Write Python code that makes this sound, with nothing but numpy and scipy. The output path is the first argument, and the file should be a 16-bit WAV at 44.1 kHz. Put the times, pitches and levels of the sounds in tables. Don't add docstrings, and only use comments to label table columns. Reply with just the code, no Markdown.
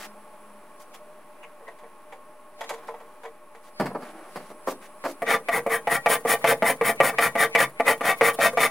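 import sys
import numpy as np
from scipy import signal
from scipy.fft import rfft, irfft, next_fast_len
from scipy.io import wavfile
from scipy.ndimage import map_coordinates

SR = 44100
rng = np.random.default_rng(int(sys.argv[2]) if len(sys.argv) > 2 else 0)


def digitize_waveform(pressure):
    field = np.atleast_2d(pressure).T
    bounded = np.clip(field, -1, 1)
    quanta = np.round(bounded * 32767).astype(np.int16)
    wavfile.write(sys.argv[1], SR, quanta)


N = 383669
SIZE, TOP_HZ = 16384, 15800
T, HZ = np.arange(SIZE) / SR, np.fft.rfftfreq(SIZE, 1 / SR)
MID_S = T[SIZE // 2]

# (frequency [Hz], level [dB])
AIR_BED = [(15, -34), (40, -14), (100, -25.5), (170, -8), (400, -2.5), (600, -5), (1100, -2), (1300, -7),
           (2600, -17.5), (3800, -26), (6500, -30), (10400, -27.5), (12500, -29), (16000, -28)]
# (time [s], level [dB])
AIR_LEVEL = [(0.0, -50), (2.56, -52.5), (2.81, -48.5), (3.46, -53.5), (3.82, -52), (3.97, -49.5),
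             (4.88, -50.5), (5.2, -49.5)]
# (frequency [Hz], width [Hz], level [dB])
HUM_MODES = [(608, 9, 12), (854, 11, 6.5), (1101, 17, 3), (1900, 21, -27), (2380, 65, -14.5)]
DRONE_MODES = [(209.7, 2.8, 0)]
WHINE_MODES = [(7640, 51, -14), (8200, 210, -13), (9600, 49, -8), (10370, 550, -10), (10300, 88, -4.5)]
# (time [s], drone [dB], whine [dB])
MACHINE_LEVEL = [(0, -58, -63.5), (.7, -66, -65.5), (1.1, -72, -68), (3.5, -74, -69), (4, -64.5, -62),
                 (5.199, -65, -61)]
# (frequency [Hz], level [dB])
MOTOR_TONES = [(597.5, -58.5), (1087, -60), (10293, -86)]
# (time [s], half-length [s], level [dB], brightness [dB])
RUBS = [(0.028, 0.039, -41, 13), (0.815, 0.018, -54.5, 29), (0.951, 0.014, -49, 18), (2.594, .01, -51, 1),
        (2.843, .012, -50, -10), (2.878, 0.0052, -49, 11), (3.666, 0.034, -57, 15), (4.065, 0.058, -47, -1),
        (4.219, 0.088, -48.5, -9), (4.394, 0.11, -55, 10), (4.507, 0.018, -53, 12),
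        (4.699, 0.029, -41.5, 26), (4.844, 0.03, -49.5, 10), (5.096, 0.031, -46.5, 27)]
# (frequency [Hz], level [dB])
GLOVE_COLOUR = [(59, -67), (100, -40), (335, -1.5), (836, 6), (1080, -11), (1170, 2), (2040, -3.5),
                (2690, -9), (3620, -14.5), (16000, -27)]
# (time [s], level [dB], brightness [dB])
TAPS = [(.945, -43, 13), (1.433, -37, -1), (1.61, -37.5, -40), (1.68, -31, -4), (1.787, -44.5, 10),
        (1.835, -35, -17), (2.124, -31.5, -4), (2.609, -23, 4), (2.638, -33, 6), (2.693, -25.5, 18),
        (2.705, -22, -10), (2.72, -27.5, -21), (2.739, -33.5, 11), (2.783, -37.5, -1), (2.883, -23.5, -9),
        (2.941, -29.5, -18), (3.004, -36, -5), (3.235, -32.5, -3), (3.252, -27.5, -5), (3.55, -37, 1)]
# (time [s], half-length [s], pitch [Hz], width [Hz], level [dB])
SQUEAKS = [(.95, .012, 3000, 650, -54), (1.443, 0.014, 2520, 510, -46), (1.686, 0.014, 1946, 130, -43.5),
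           (4.175, 0.1, 330, 29.7, -49), (5.103, 0.026, 320, 57, -42), (7.889, 0.013, 1972, 86, -19),
           (8.545, 0.012, 486, 19.6, -29.5)]
# (time [s], level [dB], brightness [dB], boom [dB])
BUMPS = [(3.799, -12, 5, 6), (3.816, -16, -2, 17), (3.858, -21.5, 8.5, 2), (3.905, -28.5, -16, -24),
         (3.949, -18.5, -20.5, -14), (4.023, -31, 3, -4), (4.359, -23, 9, 5), (4.503, -32, -32, -13),
         (4.673, -14, -13.5, -13), (5.04, -21.5, 2, -7), (5.051, -15.5, -0.5, -20)]
# (frequency [Hz], width [Hz], level [dB])
BLOCK_MODES = [(461, 18, 10), (555, 48, 1.5), (686, 99, 2.5), (884, 31, 5.5), (1015, 9.3, 5),
               (1400, 21, -16), (1940, 70, -2.5), (2270, 34, -5), (3320, 70, -14), (3520, 98, -18),
               (3950, 110, -23), (4880, 80, -26), (6420, 120, -19.5), (7350, 320, -26)]
BENCH_MODES = [(244, 30, 2), (468, 11, -16), (600.0, 16, 6.0), (1162, 18, -2), (1450, 46, -27),
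               (1710, 52, -11), (2185, 17, -9.0), (4500, 400, -25.5), (5000, 300, -28)]
STEEL_MODES = [(4560, 54, 5.6), (5330, 130, 2.1), (6350, 31, 4.7), (6850, 110, 2.2), (8300, 110, 2),
               (9520, 290, 8.8), (9700, 220, 5.2), (10310, 150, 8.4), (11070, 120, 4.1), (11230, 120, 1.7),
               (13400, 120, 4.2), (15400, 130, 5), (15500, 110, 4.8)]
# (frequency [Hz], width [Hz], scraped [dB], knocked [dB])
CLAMPED_MODES = [(160, 11, -20.5, -29), (246.5, 31, -18.5, -8.5), (339, 55, -20.5, -10),
                 (463, 20, -3.5, 4.5), (550, 35, -10.5, 3.5), (682, 36.7, -6.5, 7.5), (798, 33, -8.5, -1),
                 (849, 39, -13, 0.5), (1013, 62, -11, -8.5), (1182, 44.4, -4, 0), (1391, 51, -11, -15),
                 (1574, 43, -12, -19.5), (1768, 38, -9, -13), (1890, 24.5, -3.5, 0.5),
                 (1968, 37, -12.5, -2), (2095, 35, -9.5, -5), (2285, 47, -8, -3.5), (2520, 95, -15.5, -15),
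                 (2940, 25, -19.5, -14), (3146, 42, -19, -25), (3530, 52, -21.5, -32),
                 (3634, 38, -21.5, -28)]
# (frequency [Hz], level [dB])
BLOCK_BED = [(60, -50), (330, -17), (450, -15), (1000, 0.5), (1300, -7), (2200, -11), (2800, -17),
             (5500, -27.5), (12000, -30.5), (16000, -51)]
BENCH_BED = [(30, -50), (85, -48), (140, -7), (350, -1.5), (650, 0), (1100, -5), (2000, -15), (3400, -29.5),
             (5000, -41), (7000, -35), (10000, -35), (16000, -40)]
KNOCK_BED = [(30, -50), (90, -56), (145, -12), (400, -27.5), (900, -12), (1500, -13.5), (2400, -12.5),
             (3800, -30.5), (7500, -38), (9700, -35), (13000, -41.5), (16000, -43)]
SCRAPE_BED = [(30, -33.5), (90, -56), (135, -18.5), (400, -25.5), (1500, -21), (2200, -47), (2800, -39),
              (4000, -35.5), (6000, -38), (16000, -61)]
# (frequency [Hz], level [dB])
FIBRE_BED = [(1500, -60), (2800, 2), (4200, -4.5), (5000, -11), (7500, -3), (8400, 0), (10800, 3),
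             (11100, -8), (11700, 4), (12500, -2.5), (14500, -1.5), (16000, 0.5)]
# (time [s], knock [dB], knock brightness [dB], rise to full speed [s],
# push length [s], push [dB], hollowness [dB], blade note [dB])
STROKES = [(5.22, -15.5, -10, 0.1, 0.058, -19.5, 2, -26.5), (5.486, -12, 3.5, 0.07, .052, -23.5, 1, -26.5),
           (5.664, -13, -19, 0.074, 0.054, -24, -0.5, -28),
           (5.872, -11.5, -3.5, .066, 0.05, -22, -2.5, -27),
           (6.061, -6.5, 0.5, .064, 0.052, -20.5, 4.5, -34),
           (6.251, -11.5, -22.5, 0.063, 0.052, -19.5, 6, -52),
           (6.443, -6.5, 1.5, 0.055, 0.046, -18, 6.5, -43),
           (6.623, -7.5, -11, 0.063, 0.051, -22, -1, -25.5),
           (6.812, -8.5, -12.5, 0.068, 0.052, -23, -2, -29), (7.003, -3.5, -3, 0.062, 0.052, -21.5, 3, -32),
           (7.185, -8, 11, 0.057, 0.053, -20.5, -5, -26), (7.354, -12.5, -5, 0.067, 0.051, -19, 5.5, -22.5),
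           (7.551, -5.5, 9, 0.064, 0.047, -19, 2.5, -22.5), (7.799, -8.5, -9, .1, 0.05, -20, 5, -32),
           (8.009, -16, -6, .076, 0.057, -19.5, 4, -28.5),
           (8.211, -4.5, -3.5, 0.057, 0.053, -18.5, 3.5, -25.5),
           (8.388, -13.5, -18, 0.058, 0.053, -16.5, 7, -38), (8.573, -8.5, 0, .06, 0.053, -18, 0, -28)]
# (time [s], fibre level [dB])
BITE = [(5.32, -32), (5.74, -32), (6.15, -23.5), (6.7, -26), (7.9, -27.5), (8.08, -28.5), (8.27, -26)]
# (time [s], wood [dB], fibres [dB])
DRAGS = [(6.421, -43, -51), (7.141, -33.5, -53), (8.183, -58, -46), (8.345, -37.5, -39.5),
         (8.537, -39.5, -48.5)]
# (time [s], level [dB], brightness [dB])
SNAGS = [(6.516, -11.5, -15), (6.694, -14, -21), (6.892, -13, -20), (7.88, -10, 16), (7.896, -14.5, 3),
         (7.902, -17, 1), (8.093, -18.5, 8)]
# (frequency [Hz], decay by 60 dB [s])
ROOM_DECAY = [(150, 0.54), (600, 0.18), (2500, 0.068), (12000, 0.1)]
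# (frequency [Hz], side over mid [dB])
QUIET_WIDTH = [(60, -9), (150, -20), (380, -23), (950, -18), (2380, -5), (6000, -3), (15000, -7)]
FILING_WIDTH = [(60, -8), (110, -17), (200, -27), (380, -32), (700, -32), (1290, -20), (2380, -12),
                (4400, -7), (8120, -8), (15000, -8)]
# (frequency [Hz], left over right [dB])
FILING_PAN = [(1000, 0), (1500, 1), (2100, 3.3), (3000, .5), (5000, 1.5), (8500, .7), (9400, 3.8),
              (10800, .3), (16000, .5)]


def amp(db):
    return 10 ** (np.asarray(db) / 20)


def unit(x):
    return x / np.sqrt(np.mean(x ** 2) + 1e-20)


def burst(x, length):
    return x * np.sqrt(length * SR) / np.linalg.norm(x)


def along(points, hz):
    freqs, values = np.transpose(points)
    return np.interp(np.log(hz + 1), np.log(freqs + 1), values)


def add(track, s, sound):
    start = round(s * SR)
    part = sound[max(-start, 0):N - start]
    track[max(start, 0):][:len(part)] += part


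def filtered(x, response):
    size = next_fast_len(N + SR // 2)
    return irfft(rfft(x, size) * response(np.fft.rfftfreq(size, 1 / SR)), size)[..., :N]


def body(modes, bed=((1, -120),)):
    peaks = sum(amp(db) ** 2 / (1 + ((HZ - hz) / width) ** 2) ** 2 for hz, width, db in modes)
    return np.sqrt(peaks + amp(along(bed, HZ)) ** 2)


def treble(db, corner_hz):
    return amp(db * HZ ** 2 / (HZ ** 2 + corner_hz ** 2))


def ring(force, gain):
    cepstrum = irfft(np.log(np.maximum(gain, 1e-6)))
    cepstrum[1:SIZE // 2] *= 2
    cepstrum[SIZE // 2 + 1:] = 0
    impulse = irfft(np.exp(rfft(cepstrum)))
    return signal.fftconvolve(force, impulse)[:len(force)]


def wander(rate, axis):
    return map_coordinates(rng.standard_normal(int(axis[-1] * rate) + 4), [axis * rate])


def grains(rate, scatter_db):
    struck = rng.random(SIZE) < rate / SR
    return unit(struck * rng.choice([-1, 1], SIZE) * amp(scatter_db * rng.standard_normal(SIZE)))


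def swell(half_s, shape):
    return np.exp(-np.abs((T - MID_S) / half_s) ** shape)


def rough_tone(hz, width_hz):
    phase = 2 * np.pi * np.cumsum(hz * np.ones(SIZE)) / SR
    return unit(wander(2 * width_hz, T) * np.cos(phase) + wander(2 * width_hz, T) * np.sin(phase))


def blow(gain, attack, hold_s, t60):
    chatter = rng.standard_normal(SIZE) * amp(-60 * np.maximum(T - hold_s, 0) / t60)
    force = chatter / np.linalg.norm(chatter)
    force[0] += attack
    return burst(ring(force, gain), length=.0024)


def rocking(s, db, gap_s, loss_db, count=3):
    gaps = gap_s * rng.uniform(.7, 1.3, count)
    return zip(s + np.cumsum(gaps) - gaps[0], db - loss_db * np.arange(count))


def steady(gain):
    return unit(ring(rng.standard_normal(N + SIZE), gain)[SIZE:])


def room_tone(buzz_hz=99.93, hiss_db=-1):
    now = np.arange(N) / SR
    times, drone_db, whine_db = np.transpose(MACHINE_LEVEL)
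    drone = amp(np.interp(now, times, drone_db)) * steady(body(DRONE_MODES))
    harmonics = np.exp(2j * np.pi * rng.random(int(TOP_HZ / buzz_hz)))
    cycle = irfft(harmonics, SIZE)
    buzz = unit(cycle[(now * buzz_hz % 1 * SIZE).astype(int)])
    hiss = amp(hiss_db) * rng.standard_normal(N)
    whine = amp(np.interp(now, times, whine_db)) * unit(ring(buzz + hiss, body(WHINE_MODES)))
    air = amp(np.interp(now, *np.transpose(AIR_LEVEL))) * steady(body(HUM_MODES, AIR_BED))
    return air + drone + whine


def motor():
    now = np.arange(N) / SR
    knots = np.linspace(0, now[-1], SIZE)
    drift = lambda rate: np.interp(now, knots, wander(rate, knots))
    return sum(amp(db + drift(1.9)) * np.sqrt(2) * np.sin(2 * np.pi * hz * now + .5 * drift(5.13))
               for hz, db in MOTOR_TONES)


def gloves():
    track = np.zeros(N)
    for s, half_s, db, bright_db in RUBS:
        colour = unit(amp(along(GLOVE_COLOUR, HZ)) * treble(bright_db, corner_hz=2470))
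        friction = grains(rate=5000, scatter_db=2) * swell(half_s, shape=6.4)
        add(track, s - MID_S, amp(db) * ring(friction, colour))
    return track


def taps():
    track = np.zeros(N)
    block = body(BLOCK_MODES, BLOCK_BED)
    for touch, touch_db, bright_db in TAPS:
        colour = block * treble(bright_db, corner_hz=2000)
        for s, db in rocking(touch, touch_db, gap_s=.03, loss_db=14):
            add(track, s, amp(db) * blow(colour, attack=.26, hold_s=.0084, t60=.067))
    return track


def squeaks():
    track = np.zeros(N)
    for s, half_s, hz, width_hz, db in SQUEAKS:
        squeak = rough_tone(hz, width_hz) * swell(half_s, shape=3.9)
        add(track, s - MID_S, amp(db) * burst(squeak, half_s))
    return track


def bumps(boom_hz=145):
    track = np.zeros(N)
    bench = body(BENCH_MODES, BENCH_BED)
    boom_band = 1 / (1 + (np.log(HZ / boom_hz + 1e-6) / .7) ** 2)
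    for touch, touch_db, bright_db, boom_db in BUMPS:
        colour = bench * treble(bright_db, corner_hz=1630) * amp(boom_db * boom_band)
        for s, db in rocking(touch, touch_db, gap_s=.036, loss_db=15):
            add(track, s, amp(db) * blow(colour, attack=.24, hold_s=.012, t60=.066))
    return track


def landings(tick_db=-37.5):
    track = np.zeros(N)
    wood = body([(hz, width, db) for hz, width, _, db in CLAMPED_MODES], KNOCK_BED)
    steel = body(STEEL_MODES, FIBRE_BED)
    for s, db, bright_db, *_ in STROKES + SNAGS:
        colour = wood * treble(bright_db, corner_hz=1300)
        add(track, s, amp(db) * blow(colour, attack=.45, hold_s=.0098, t60=.034))
        add(track, s, amp(tick_db) * blow(steel, attack=.16, hold_s=.0057, t60=.084))
    return track


def contact_spot(detune=.011, scatter_db=2.5):
    modes = [(hz * (1 + rng.normal(0, detune)), width, db + rng.normal(0, scatter_db))
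             for hz, width, db, _ in CLAMPED_MODES]
    return body(modes, SCRAPE_BED)


def scrape(s, length, wood_db, fibre_db, edge_db, hollow_db):
    growl_lead_s, glide_after_s = .0015, .081
    hollow_hz, hollow_width_hz = 535, 105
    grip = amp(.83 * wander(213.5, T))
    glide = amp(rng.normal(0, .5)) * np.roll(swell(.013, shape=1.2), round(glide_after_s * SR))
    growl_envelope = swell(.75 * length, shape=2.9) + amp(-37) * glide
    hiss_envelope = swell(.62 * length, shape=2.7) + amp(-25) * glide
    catches = grains(rate=1800, scatter_db=3) * grip * growl_envelope
    splinters = amp(.68 * wander(125, T))
    tears = grains(rate=16000, scatter_db=2.5) * splinters * grip * hiss_envelope
    hollow = amp(hollow_db / (1 + ((HZ - hollow_hz) / hollow_width_hz) ** 4))
    colour = treble(edge_db, corner_hz=3130) * hollow
    slid = .5 + .5 * np.tanh(2 * (T - MID_S) / length)
    growl = sum(ring(catches * share, contact_spot() * colour) for share in (1 - slid, slid))
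    hiss = ring(tears, unit(body(STEEL_MODES, FIBRE_BED)))
    start = s - MID_S
    return [(start - growl_lead_s, amp(wood_db) * burst(growl, length)), (start, amp(fibre_db) * hiss)]


def blade_note(centre_hz=1985, fall_s=.03275, length=.053):
    bend_hz = rng.uniform(0, 240)
    pitch_hz = centre_hz - bend_hz * np.tanh((T - MID_S) / fall_s) + 110 * wander(34.83, T)
    note = rough_tone(pitch_hz, width_hz=180) * swell(.59 * length, shape=1.86)
    return burst(note, length)


def rasp(usual_push_db=-20.5, note_lead_s=.007):
    track, sounds = np.zeros(N), []
    for lands, _, _, rise_s, length, push_db, hollow_db, note_db in STROKES:
        s = lands + rise_s
        edge_db = 3 + 2.5 * (push_db - usual_push_db)
        fibre_db = np.interp(s, *np.transpose(BITE))
        sounds += scrape(s, length, push_db, fibre_db, edge_db, hollow_db)
        sounds.append((s - note_lead_s - MID_S, amp(note_db) * blade_note()))
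    for s, wood_db, fibre_db in DRAGS:
        sounds += scrape(s, .021, wood_db, fibre_db, edge_db=-44, hollow_db=-2)
    for start, sound in sounds:
        add(track, start, sound)
    return track


def reverb(x, predelay_s=.012):
    hz, t, noise = signal.stft(rng.standard_normal(SR // 2), SR, nperseg=256)
    decay = amp(-60 * t / along(ROOM_DECAY, hz)[:, None])
    tail = signal.istft(noise * decay, SR, nperseg=256)[1]
    impulse = np.pad(tail / np.linalg.norm(tail), (round(predelay_s * SR), 0))
    return signal.fftconvolve(x, impulse)[:N]


def spread(x, width):
    turn = lambda hz: 2.5 * wander(1 / 30, hz) * hz ** 2 / (hz ** 2 + 1500 ** 2)
    side = filtered(x, lambda hz: 1j * amp(along(width, hz)) * np.exp(1j * turn(hz)))
    return np.array([x + side, x - side])


def scene():
    handling = taps() + bumps() + gloves() + squeaks()
    filing = rasp() + landings()
    filing = spread(filing + amp(-14) * reverb(filing), FILING_WIDTH)
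    filing = filtered(filing, lambda hz: amp(np.outer([.5, -.5], along(FILING_PAN, hz))))
    quiet = handling + amp(-13) * reverb(handling) + room_tone() + motor()
    return filing + spread(quiet, QUIET_WIDTH)


def record(dry):
    offset = -.003
    return filtered(dry, lambda hz: hz <= TOP_HZ) + offset


dry = scene()
out = record(dry)
digitize_waveform(out)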